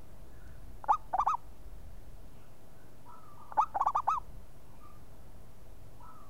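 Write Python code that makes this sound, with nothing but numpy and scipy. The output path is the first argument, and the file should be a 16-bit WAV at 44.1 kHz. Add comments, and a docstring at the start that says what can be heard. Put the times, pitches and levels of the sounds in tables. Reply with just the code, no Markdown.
"""A low outdoor rumble and a light breeze run throughout. Faint birds chirp and a claw ticks on cage wire.
A caged zebra dove, close by, clucks and coos a staccato phrase: each coo starts as throat pulses ringing
its crop, swells into a low tone and arches up into a brighter register; a grunt stays in the low one.
Doves call from across the yard, largely as echoes, and the near dove gives a second, longer phrase.
A few more chirps and one distant coo close the scene."""
import sys
import numpy as np
from scipy import signal
from scipy.fft import rfft, irfft, next_fast_len
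from scipy.io import wavfile
from scipy.ndimage import map_coordinates

SR = 44100
rng = np.random.default_rng(int(sys.argv[2]) if len(sys.argv) > 2 else 0)


def persist_wave(psi):
    """Save psi, clipped to +-1, as 16-bit WAV."""
    counts = np.round(np.clip(psi, -1, 1) * 32767).astype(np.int16)
    wavfile.write(sys.argv[1], SR, np.atleast_2d(counts).T)


N = 277389


def amp(db):
    """Decibels to amplitude ratio."""
    return 10 ** (np.asarray(db) / 20)


def along(points, hz):
    """Interpolation of (Hz, value) points on a logarithmic frequency axis."""
    freqs, values = np.transpose(points)
    return np.interp(np.log(hz + 1), np.log(freqs + 1), values)


def wobble(rate, size):
    """Smooth random modulation: a spline through `rate` random knots a second."""
    knots = rng.standard_normal(int(size * rate / SR) + 4)
    return map_coordinates(knots, [np.arange(size) * rate / SR])


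def filtered(x, response):
    """Linear filtering: the spectrum of x times a frequency response."""
    size = next_fast_len(N + SR // 2)
    return irfft(rfft(x, size) * response(np.fft.rfftfreq(size, 1 / SR)), size)[:N]


def noise(spectrum):
    """White noise coloured by (Hz, relative dB) points and scaled to rms 1."""
    coloured = filtered(rng.standard_normal(N), lambda hz: amp(along(spectrum, hz)))
    return coloured / np.sqrt(np.mean(coloured ** 2) + 1e-20)


def add(track, start, sound):
    """Superposition: a sound is summed into the track from `start` seconds on."""
    part = track[round(start * SR):][:len(sound)]
    part += sound[:len(part)]


def tremor(pitch, jitter):
    """Random frequency modulation: returns the unsteady pitch and its integral, the phase."""
    pitch = pitch * (1 + jitter * wobble(406, len(pitch)))
    return pitch, 2 * np.pi * np.cumsum(pitch) / SR


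def envelope(t, attack_s, release_s):
    """Amplitude envelope with soft ends; its plateau gives a sine an rms of 1."""
    ramps = np.clip(np.minimum(t / attack_s, (t[-1] - t) / release_s), 0, 1)
    return np.sqrt(2) * np.sin(ramps * np.pi / 2) ** 1.14


# The steady outdoor background. Each row: frequency in Hz, relative spectral density in dB.
AIR_SPECTRUM = [(60, -20.5), (90, -5), (140, -4), (200, -9), (300, -11), (480, -14.5), (660, -14.5),
                (950, -19), (1300, -23), (2100, -29.5), (3600, -33), (9200, -36), (10000, -33),
                (11000, -35), (15500, -34.5)]
# Wind buffeting the microphone. Each row: frequency in Hz, relative spectral density in dB.
BREEZE_SPECTRUM = [(8, -18), (20, 0), (40, 0), (62, -4), (100, -13), (200, -30), (500, -120)]
# The rise and fall of the breeze. Each row: time in seconds, level in dB.
BREEZE_LEVELS = [(0, -55), (.35, -51), (.68, -48), (.85, -54), (1.4, -54), (1.7, -49), (2.1, -50),
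                 (2.5, -61), (3.4, -64), (3.65, -55), (4.1, -58), (4.25, -50), (4.4, -48), (4.48, -58),
                 (4.8, -54), (5.4, -56), (5.85, -55), (6.2, -60)]
def outdoors(air_db=-58.5, hum_hz=100, hum_db=-66, drone_hz=646, drone_db=-73):
    """Broadband rumble and hiss, amplitude-modulated wind noise, mains hum and a narrowband drone."""
    t = np.arange(N) / SR
    air = amp(air_db) * noise(AIR_SPECTRUM)
    breeze = amp(np.interp(t, *np.transpose(BREEZE_LEVELS))) * noise(BREEZE_SPECTRUM)
    hum = amp(hum_db) * np.sqrt(2) * np.sin(2 * np.pi * hum_hz * t)
    drone_phase = 2 * np.pi * drone_hz * t
    drone = wobble(60, N) * np.sin(drone_phase) + wobble(60, N) * np.cos(drone_phase)
    return air + breeze + hum + amp(drone_db) * drone


# Faint birds far off. Each row: start and end in seconds, first and last pitch in Hz,
# warble as a fraction of the pitch, relative level in dB.
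BIRD_CHIRPS = [(0.297, 0.371, 1737, 1606, 0.084, -68.5), (0.383, 0.477, 1420, 1490, 0.081, -65),
               (0.474, 0.573, 1715, 1520, .07, -70.5), (2.309, 2.412, 2680, 2760, .11, -74),
               (2.384, 2.45, 1290, 1327, .12, -68), (2.748, 2.84, 1520, 1490, 0.063, -71.5),
               (4.63, 4.736, 922, 971, .1, -66), (4.714, 4.886, 2450, 2390, 0.04, -76.5),
               (4.802, 4.866, 1223, 1192, .015, -50.5)]
def chirps(gain_db=-1, fade_s=0.0081):
    """Frequency modulation of a pure tone: each call is a linear glide with a random warble."""
    out = np.zeros(N)
    for start, end, first_hz, last_hz, warble, db in BIRD_CHIRPS:
        t = np.arange(0, end - start, 1 / SR)
        _, phase = tremor(np.linspace(first_hz, last_hz, len(t)), warble)
        add(out, start, amp(db + gain_db) * envelope(t, fade_s, fade_s) * np.sin(phase))
    return out


# The yard's reverberation. 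Each row: frequency in Hz, time to decay by 60 dB in seconds.
YARD_DECAY = [(300, 1), (1200, 0.34), (4000, 0.68), (12000, .12)]
def yard_echoes(x, delay_s):
    """Reverberation: scattering from walls and roofs acts as convolution with decaying noise."""
    hz, t, spectra = signal.stft(rng.standard_normal(SR * 3 // 4), SR, nperseg=256)
    decay = amp(-60 * t / along(YARD_DECAY, hz)[:, None])
    _, tail = signal.istft(spectra * decay, SR, nperseg=256)
    # Normalise for unit energy gain in the midrange.
    _, mid_tail = signal.istft(spectra * amp(-60 * t / YARD_DECAY[1][1]), SR, nperseg=256)
    tail /= np.sqrt(np.sum(mid_tail ** 2))
    delayed = np.pad(x, (round(delay_s * SR), 0))
    return signal.fftconvolve(delayed, tail)[:N]


# A claw touching the cage wire. Each row: time in seconds, initial level in dB.
CLAW_TICKS = [(.476, -57)]
def cage_tick(t60_s=0.013):
    """An impact transient: thin wire gives a bright burst of noise that decays exponentially."""
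    out, t = np.zeros(N), np.arange(SR // 30) / SR
    scratch = noise([(1000, -30), (3000, -5), (7000, -2), (12000, -26)])[:len(t)]
    for start, db in CLAW_TICKS:
        add(out, start, amp(db - 60 * t / t60_s) * scratch)
    return out


# Resonances of the inflated crop. Each row: frequency in Hz, relative level in dB,
# time in seconds to decay by 60 dB at a damping of 1.
CROP_MODES = [(868, 17, 0.013), (680, 2, 0.013), (1380, 5.5, 0.019)]
def crop_ring(damping, attack_s):
    """Impulse response: one throat pulse excites the crop's damped modes, scaled to a peak of 1."""
    t = np.arange(SR // 30) / SR
    ring = sum(amp(db - 60 * t * damping / t60) * np.sin(2 * np.pi * hz * t)
               for hz, db, t60 in CROP_MODES)
    ring *= 1 - np.exp(-(t / attack_s) ** 2)
    return ring / np.abs(ring).max()


def body_radiation(pulses, highpass_hz=330, lowpass_hz=1550):
    """Band-pass filtering: skin and feathers absorb treble, and a small body radiates little bass."""
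    rounded = signal.sosfilt(signal.butter(6, lowpass_hz, fs=SR, output="sos"), pulses)
    return signal.sosfilt(signal.butter(1, highpass_hz, "highpass", fs=SR, output="sos"), rounded)


# One cluck before each phrase. Each row: time in seconds, peak level in dB before body filtering.
THROAT_CLUCKS = [(0.841, -28.5), (3.521, -28.5)]
def clucks():
    """Impulse excitation: a lone throat pulse leaves the crop ringing freely."""
    out = np.zeros(N)
    for start, db in THROAT_CLUCKS:
        add(out, start, amp(db) * crop_ring(damping=0.85, attack_s=0.00094))
    return body_radiation(out)


def creak(onset, lead_s, note_db, pulse_hz=290, swell_db=12, overlap_s=0.00052):
    """Pulse-train excitation: growing throat pulses ring the crop until the tone takes over."""
    out = np.zeros(N)
    ring = crop_ring(damping=0.99, attack_s=0.0005)
    start, end = onset - lead_s, onset + overlap_s
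    for pulse_s in np.arange(start, end, 1 / pulse_hz):
        rise_db = swell_db * (pulse_s - end) / (end - start)
        pulse_db = note_db + rise_db + rng.normal(1, 1)
        add(out, pulse_s + rng.normal(0, .0001), amp(pulse_db) * ring)
    return body_radiation(out)


def pitch_arch(t, break_s, low_hz, upper_hz, top_hz, last_hz):
    """A register break: pitch scoops up, flips, climbs and falls. Returns it and the flip, 0 to 1."""
    scoop_hz, scoop_s, flip_s, climb_hz_per_s = 224.5, 0.00688, 0.0016, 7570
    low = low_hz - scoop_hz * np.exp(-t / scoop_s)
    climb_hz = max(top_hz - upper_hz, 1)
    top_s = break_s + climb_hz / climb_hz_per_s
    # The climb rounds off at the top; the fall grows ever steeper.
    climb_left = np.clip((top_s - t) / (top_s - break_s), 0, 1) ** 1.3
    fall = np.clip((t - top_s) / max(t[-1] - top_s, 1 / SR), 0, 1) ** 1.85
    high = top_hz - climb_hz * climb_left - (top_hz - last_hz) * fall
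    flipped = (1 + np.tanh((t - break_s) / flip_s)) / 2
    return low + (high - low) * flipped, flipped


# Overtones of the upper register. Each row: frequency in Hz, level in dB relative to the fundamental.
OVERTONE_LEVELS = [(2000, -35), (2350, -30), (2560, -23.5), (2900, -42), (3600, -28.5), (4200, -35.5),
                   (4800, -36), (5300, -37.5), (5900, -30), (6300, -28), (6650, -28.5), (7050, -37.5),
                   (7500, -41.5), (10000, -51.5), (11500, -44.5), (13000, -51)]
def voice(t, contour, level_db, release_s, register_hz=1085, blend_hz=60, sag_db_per_s=-91):
    """A harmonic series with faint rasp: nearly pure, brighter up high, weakening as air runs out."""
    low_register_db, spent_db, rasp_db = -24, -7, -37
    pitch, phase = tremor(contour, jitter=.006)
    upper = (1 + np.tanh((pitch - register_hz) / blend_hz)) / 2
    # Overtones are weak in the low register and fade as the effort drops.
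    bright_db = low_register_db * (1 - upper) + spent_db * (t / t[-1]) ** 2
    rasp = noise([(300, -20), (1400, 0), (1900, -4), (2700, -11), (4000, -19), (7000, -19), (10000, -32)])
    tone = np.sin(phase) + amp(rasp_db) * rasp[:len(t)]
    for k in range(2, 12):
        flutter_db = 2.3 * wobble(170, len(t))
        tone += amp(along(OVERTONE_LEVELS, k * pitch) + bright_db + flutter_db) * np.sin(k * phase)
    shimmer_db = .4 * wobble(400, len(t))
    gain = amp(level_db + sag_db_per_s * t + shimmer_db)
    return gain * envelope(t, attack_s=0.0069, release_s=release_s) * tone


# How well the crop carries a tone. Each row: frequency in Hz, gain in dB.
CROP_RESPONSE = [(680, -6), (800, -1), (900, 2.5), (1000, 2), (1120, -5.5), (1300, -2)]
# The near dove's coos. Each row: start, creak lead, delay to the register break and length in seconds,
# top and last pitch in Hz, relative levels of the low and upper registers in dB, release in seconds.
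NEAR_COOS = [(.896, .013, .02, 0.072, 1274, 970, -20, -21, 0.034),
             (1.186, 0.0066, 0.011, 0.051, 1208, 830, -24, -21.5, .024),
             (1.266, .005, .012, .088, 1288, 828, -23, -22.5, 0.0057),
             (3.582, .011, 0.021, .068, 1284, 1007, -21, -21, 0.021),
             (3.802, 0.00607, .0105, .04, 1146, 831, -24.5, -21, 0.03),
             (3.862, 0.0054, 0.01, 0.052, 1192, 790, -22.5, -21.5, 0.036),
             (3.95, 0.00395, .0115, .056, 1244, 840, -24, -23, 0.011),
             (4.077, .005, 0.012, 0.11, 1308, 904, -22.5, -23, 0.0067)]
def coos(low_hz=897, upper_hz=1077):
    """Forced resonance: after a creak, the arching tone is reinforced near the crop's main mode."""
    out = np.zeros(N)
    for start, lead_s, break_s, length, top_hz, last_hz, low_db, upper_db, release_s in NEAR_COOS:
        t = np.arange(0, length, 1 / SR)
        pitch, flipped = pitch_arch(t, break_s, low_hz, upper_hz, top_hz, last_hz)
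        level_db = low_db + (upper_db - low_db) * flipped + along(CROP_RESPONSE, pitch)
        out += creak(start, lead_s, low_db)
        add(out, start, voice(t, pitch, level_db, release_s))
    return out


# The near dove's grunts. Each row: start, creak lead and length in seconds, top pitch in Hz,
# relative level in dB.
NEAR_GRUNTS = [(1.139, 0.0099, 0.032, 786, -25.5), (3.758, .014, .029, 829, -26)]
def grunts(top_s=0.014, bend_hz=107, release_s=0.028):
    """Phonation in the low register alone: a creak, then a short tone that bends up and back down."""
    out = np.zeros(N)
    for start, lead_s, length, top_hz, db in NEAR_GRUNTS:
        t = np.arange(0, length, 1 / SR)
        pitch = top_hz - bend_hz * np.interp(t, [0, top_s, length], [1, 0, 1])
        out += creak(start, lead_s, db)
        add(out, start, voice(t, pitch, db, release_s))
    return out


# Coos from across the yard. 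Each row: start, delay to the register break and length in seconds,
# top and last pitch in Hz, relative level in dB.
DISTANT_COOS = [(3.055, .027, 0.25, 1315, 1140, -43.8), (3.37, 0.0144, 0.0346, 1272, 1000, -43),
                (3.479, 0.0083, 0.0285, 1216, 1060, -43), (3.615, 0.0022, 0.041, 1315, 1293, -42),
                (6.0, 0.0242, 0.23, 1316, 1095, -43.5)]
def far_doves(low_hz=1017, upper_hz=1244, direct_db=-7.5, wall_db=-2.5, wall_delay_s=0.028):
    """Two-path propagation: only the fundamental arrives, directly and as a stronger wall reflection."""
    hold_s, drop_s, recover_s = 0.067, 0.02, 0.014
    out = np.zeros(N)
    for start, break_s, length, top_hz, last_hz, level_db in DISTANT_COOS:
        t = np.arange(0, length, 1 / SR)
        pitch, flipped = pitch_arch(t, break_s, low_hz, upper_hz, top_hz, last_hz)
        _, phase = tremor(pitch, jitter=.018)
        register_db = -3 * (1 - flipped)
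        dip_db = -9 * flipped * np.exp(-np.abs(t - break_s) / recover_s)  # the voice thins at the flip
        tail_db = -13 * np.clip((t - hold_s) / drop_s, 0, 1)  # a strong opening, then a soft tail
        gain = amp(level_db + register_db + dip_db + tail_db)
        tone = gain * envelope(t, attack_s=.008, release_s=.008) * np.sin(phase)
        for delay_s, path_db in (0, direct_db), (wall_delay_s, wall_db):
            flutter_db = 1.2 * wobble(120, len(t))
            add(out, start + delay_s, amp(path_db + flutter_db) * tone)
    return out


def scene(near_wet_db=-30, far_dry_db=-4, far_wet_db=-5):
    """The direct-to-reverberant ratio falls with distance: the near dove is dry, the far birds echo."""
    dove = clucks() + coos() + grunts()
    far = far_doves()
    near = dove + amp(near_wet_db) * yard_echoes(dove, delay_s=0.013)
    distant = amp(far_dry_db) * far + yard_echoes(chirps() + amp(far_wet_db) * far, delay_s=0.00318)
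    return (outdoors() + cage_tick() + near + distant)[None]


def record(dry, band_limit_hz=15800, dc_offset=-.008):
    """Band limiting and DC offset: the converter cuts the top treble and sits slightly off zero."""
    return filtered(dry[0], lambda hz: hz < band_limit_hz)[None] + dc_offset


dry = scene()
out = record(dry)
persist_wave(out)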